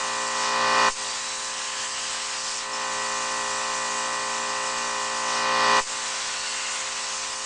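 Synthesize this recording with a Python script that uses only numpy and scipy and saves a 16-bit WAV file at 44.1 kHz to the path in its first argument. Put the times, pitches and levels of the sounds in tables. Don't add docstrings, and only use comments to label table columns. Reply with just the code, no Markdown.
import sys
import numpy as np
from scipy import signal
from scipy.io import wavfile
from scipy.ndimage import uniform_filter1d

SR = 44100
rng = np.random.default_rng(int(sys.argv[2]) if len(sys.argv) > 2 else 0)


def generate_wav(signal):
    frames = np.transpose(np.atleast_2d(signal))
    scaled = np.clip(frames, -1, 1) * 32767
    pcm = np.round(scaled).astype(np.int16)
    wavfile.write(sys.argv[1], SR, pcm)


def nominal_scale(level):
    x = np.asarray(level, float) / 20
    return 10 ** x


N = 328545

# start_s, end_s
CUTS = [
    (.89, 2.65),
    (5.8, 7.5),
]
ARC_OUT_S = 2.625

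# after_strike_s, jet_db, roar_db
PIERCE = [
    (-.6, -40.5, -45),
    (-.45, -40.5, -40),
    (-.39, -42.5, -42.5),
    (-.33, -46, -41),
    (-.18, -44.2, -40.5),
    (-.01, -41.5, -37.5),
    (.02, -38.5, -56),
    (.057, -43.5, -51),
    (.08, -40, -43),
]
# after_arc_out_s, jet_db, roar_db
SHUT_OFF = [
    (-.05, -39, -44),
    (0, -42, -40.5),
    (.055, -45.5, -50),
    (.16, -43, -45),
    (.3, -40.5, -45.5),
]
# time_s, bite_db
BITE = [(1.18, .5), (1.5, -2.5), (1.75, 1), (1.9, -2.5), (2.1, 2), (2.45, -0.5), (6.2, 4), (6.4, 2),
        (6.9, 2), (7.1, 1.5), (7.45, -3)]

# frequency_hz, density_db (per Hz)
JET_SPECTRUM = [(1470, -18.5), (2500, -9), (2690, -5.5), (2910, -7), (3270, -12.5), (4260, -8.5),
                (4590, -5), (5700, -3.5), (7660, -2.5), (9080, -11.5), (9720, -19.5), (12600, -51),
                (21400, -120)]
# frequency_hz, density_db (per Hz)
ROAR_SPECTRUM = [(350, -27), (650, -8.5), (900, -6), (1400, -2.5), (2000, -4), (2800, -4.5), (3400, -3.5),
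                 (4400, -4.5), (5600, -17.5), (7000, -25)]

# start_before_s, end_before_s, start_hz, end_hz, width_hz, level_db
SINKING_WHISTLES = [
    (.55, .29, 5800, 4300, 1700, -34),
    (.32, -.005, 5000, 4750, 1500, -35.5),
]
RISING_WHISTLE = 0.3, 4999, 5331.5, 1300, -36.5
# start_s, end_s, pitch_hz, width_hz, level_db
KERF_WHISTLES = [(.95, 1.705, 3920, 130, -43.5), (1.0, 1.203, 4600, 350, -42), (1.1, 2.3, 1700, 200, -46.5),
                 (1.24, 1.41, 6220, 200, -52), (1.45, 2.353, 2986, 450, -42.5), (1.6, 2.2, 7570, 400, -45),
                 (1.7, 2.3, 4840, 300, -44), (2.05, 2.306, 4040, 200, -44), (2.9, 4.904, 7530, 250, -44.5),
                 (3.2, 4.102, 5990, 250, -50), (6.1, 6.95, 1452, 80, -44.5),
                 (6.049, 6.448, 5530, 800, -40.5), (6.3, 6.806, 2750, 320, -40),
                 (6.35, 6.598, 4330, 600, -38), (6.4, 6.903, 2100, 130, -43), (6.7, 7.0, 6600, 300, -48)]

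# pitch_hz, level_db, t60_s
PIECE_MODES = [
    (5340, -40.5, 0.22),
    (7600, -48, .2),
]

# pitch_hz, level_db
DRONE_ORDERS = [(118.4, -61), (177.6, -61), (236.9, -52), (290.7, -56), (323.0, -64), (349.9, -65),
                (409.1, -47), (468.3, -59), (527.6, -42), (586.8, -52), (646.0, -52), (705.2, -51),
                (759.0, -49), (818.3, -49), (877.5, -41), (936.7, -59), (995.9, -38), (1055, -37), (1114, -47),
                (1174, -40), (1233, -52), (1287, -45), (1346, -50), (1437, -58), (1464, -50), (1523, -45),
                (1642, -56),
                (1760, -46), (1814, -45), (1873, -50), (1933, -41), (1992, -50), (2051, -55), (2110, -56),
         (2169, -61), (2283, -59), (2342, -55), (2401, -52), (2460, -46), (2519, -51), (2638, -56),
         (2810, -52), (2869, -51), (2929, -53), (3106, -56), (3575, -57), (3693, -57), (3865, -58),
         (4043, -57), (4452, -53), (4630, -52)]
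KNOCKS = [
    (1, .1333, .0171),
    (.57, .5061, .0151),
    (.69, .4112, -.0123),
]
THUD = 5.39, .7315, -.4854
# frequency_hz, density_db (per Hz)
CASING_SPECTRUM = [(88, -53), (150, -18), (406, -14.5), (466, -10), (527, -14.5), (815, -5.5), (1020, -3),
                   (1640, -10.5), (1790, -8), (2200, -32), (2450, -10), (6070, -8), (9720, -24),
                   (12600, -68), (21400, -120)]

# frequency_hz, density_db (per Hz)
DRAUGHT_SPECTRUM = [(5.9, -44), (10, 0), (181, -15.5), (232, -12), (355, -17), (398, -20.5), (500, -10),
                    (650, -28.5), (1100, -120)]
# time_s, level_db
BIAS_STEPS = [
    (.895, -32),
    (5.806, -33),
]


def torch():
    levels = torch_levels()
    hiss = nominal_scale(curve(levels) + 7.0) * noise(JET_SPECTRUM, patch_db=2.0, gust_db=0.42)
    roar = nominal_scale(curve(levels, column=2) + 5.5) * sputter() * noise(ROAR_SPECTRUM, patch_db=1.5, gust_db=0.0)
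    return (hiss + roar + whistles()) / nominal_scale(gain_db())


def torch_levels():
    cut_jet_db, cut_roar_db = -40, -43
    jet_share = 0.25
    rows = [(strike + s, jet, roar) for strike, _ in CUTS for s, jet, roar in PIERCE]
    rows += [(ARC_OUT_S + s, jet, roar) for s, jet, roar in SHUT_OFF]
    rows += [(s, cut_jet_db + jet_share * bite, cut_roar_db + bite) for s, bite in BITE]
    return sorted(rows)


def sputter():
    depth_db, step_s = 1.6, 0.02
    t = np.arange(N) / SR
    burning = sum((t > strike) & (t < out) for strike, out in CUTS)
    steps = rng.standard_normal(int(N / SR / step_s) + 2)
    flicker = np.interp(t, np.arange(len(steps)) * step_s, steps)
    return nominal_scale(depth_db * burning * flicker)


def whistles():
    kerf_drift = 0.02
    rows = [(strike - a, strike - b, *rest) for strike, _ in CUTS for a, b, *rest in SINKING_WHISTLES]
    rising_s, *rising = RISING_WHISTLE
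    rows.append((ARC_OUT_S - rising_s, ARC_OUT_S, *rising))
    rows += [(a, b, hz, hz * (1 + kerf_drift), width, db) for a, b, hz, width, db in KERF_WHISTLES]
    return sum(whistle(*row) for row in rows)


def whistle(start_s, end_s, from_hz, to_hz, width_hz, level_db):
    share = np.clip((np.arange(N) / SR - start_s) / (end_s - start_s), 0, 1)
    on = (share > 0) & (share < 1)
    pole = np.exp(-np.pi * width_hz / SR)
    grain = rng.standard_normal((on.sum(), 2)) @ [1, 1j]
    fuzz = signal.lfilter([1], np.convolve([1, -pole], [1, -pole]), grain)
    pitch_hz = from_hz + (to_hz - from_hz) * share[on]
    carrier = np.exp(2j * np.pi * np.cumsum(pitch_hz) / SR)
    out = np.zeros(N)
    out[on] = nominal_scale(level_db) * evened((fuzz * carrier).real) * np.sqrt(np.sin(np.pi * share[on]))
    return out


def piece():
    drop_s, attack_s = 2.73, 0.0023
    t = np.maximum(np.arange(N) / SR - drop_s, 0)
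    ring = sum(nominal_scale(db - 60 * t / t60) * np.sin(2 * np.pi * hz * t) for hz, db, t60 in PIECE_MODES)
    return nominal_scale(55) * ring * (1 - np.exp(-t / attack_s))


def compressor():
    turn_hz, sag_hz = 58.59, 0.024
    casing_db = 1.5
    t = np.arange(N) / SR
    loaded = sum((t > strike) & (t < out) for strike, out in CUTS)
    angle = 2 * np.pi * np.cumsum(turn_hz - sag_hz * loaded) / SR
    hz, db = np.transpose(DRONE_ORDERS)
    order = np.round(2 * hz / turn_hz) / 2

    top_order, *thud = THUD
    blows = KNOCKS + [(5 * np.exp(-(order / top_order) ** 4), *thud)]
    blow_sum = sum(share * np.exp(2j * np.pi * (lag * order ** 2 / 2 - place * order))
                   for share, place, lag in blows)
    phase = np.angle(blow_sum)

    hop = 2048
    waver = np.cumsum(rng.standard_normal((len(hz), N // hop + 2)), axis=1)
    waver = 1.2 * (waver - uniform_filter1d(waver, size=9, axis=1))
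    drone = np.zeros(N)
    for k, level, start, drift in zip(order, db, phase, waver):
        loudness = np.interp(t, np.arange(len(drift)) * hop / SR, nominal_scale(level + drift))
        drone += loudness * np.cos(k * angle + start)

    throb = 1 + 0.067 * np.cos(angle + 0.5) + 0.13 * np.cos(2 * angle)
    casing = nominal_scale(casing_db) * throb * noise(CASING_SPECTRUM, patch_db=2.0, gust_db=0.3)
    return nominal_scale(12.0) * evened(drone) + casing


def draught():
    level_db = -59.5 + 0.8 * (curve(torch_levels()) + 40)
    return nominal_scale(level_db) * noise(DRAUGHT_SPECTRUM, patch_db=1.5, gust_db=1.1, size=2048)


def thump():
    block_hz, shift_s = 4.9, 0.0052
    t = np.arange(N) / SR
    bias = sum(-nominal_scale(db) * (1 - np.exp(-np.maximum(t - s, 0) / shift_s)) for s, db in BIAS_STEPS)
    return signal.lfilter(*signal.butter(1, block_hz, "high", fs=SR), bias)


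def gain_db():
    idle_db, cut_db, ceiling_db = -41.4, -49, -31.5
    lull_s, creep_db_per_s = 0.59, 19
    snap_s, recover_s = 0.004, 0.089
    bite_duck = 0.13
    climb_s = min((ceiling_db - idle_db) / creep_db_per_s, lull_s - snap_s)
    steps = [(-lull_s, idle_db), (climb_s - lull_s, ceiling_db), (-snap_s, ceiling_db),
             (snap_s, -39),
             (0.023, -52),
             (0.049, -56.5),
             (0.12, -46)]
    rows = [(strike + s, db) for strike, _ in CUTS for s, db in steps]
    rows += [(ARC_OUT_S, cut_db), (ARC_OUT_S + 1, cut_db)]
    rows += [(s, cut_db - bite_duck * bite) for s, bite in BITE]
    since = np.arange(N) / SR - ARC_OUT_S
    recovery = idle_db + (cut_db - idle_db) * np.exp(-np.maximum(since, 0) / recover_s)
    second_strike_s = CUTS[1][0]
    between_cuts = (since > 0) & (since < second_strike_s - lull_s - ARC_OUT_S)
    return np.where(between_cuts, recovery, curve(sorted(rows)))


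def noise(spectrum, patch_db, gust_db, size=1024):
    hop = size // 4
    frames, hz = N // hop + 5, np.fft.rfftfreq(size, 1 / SR)
    real, imag, patches = rng.standard_normal((frames, len(hz), 3)).T
    real, imag, patches = real, imag, uniform_filter1d(patches, size=3, axis=0)
    patches = evened(uniform_filter1d(patches, size=12, axis=1))
    gusts = evened(uniform_filter1d(rng.standard_normal(frames), size=8))
    level_db = read(spectrum, hz)[:, None] + patch_db * patches + gust_db * gusts
    z = (real + 1j * imag) * nominal_scale(level_db)
    return evened(signal.istft(z, nperseg=size, noverlap=size - hop)[1][:N])


def read(points, hz):
    f, value = np.transpose(points)
    return np.interp(np.log(hz + 1), np.log(f + 1), value, left=-100, right=-100)


def curve(rows, column=1):
    rows = np.array(rows)
    return np.interp(np.arange(N) / SR, np.sort(rows[:, 0]), rows[:, column])


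def evened(x):
    return x / np.sqrt(np.mean(x ** 2) + 1e-20)


def scene():
    return (torch() + piece() + compressor())[None]


def roll_off(x):
    return signal.sosfilt(signal.butter(12, 9870, fs=SR, output="sos"), x)


def record(dry):
    edge_hz = 10100
    heard = dry * nominal_scale(gain_db()) + thump() + draught()
    lowpass = signal.firwin(511, edge_hz, window=("kaiser", 9), fs=SR)
    mix = signal.oaconvolve(heard, lowpass[None], "same")
    return roll_off(mix)


dry = scene()
out = record(dry)
generate_wav(out)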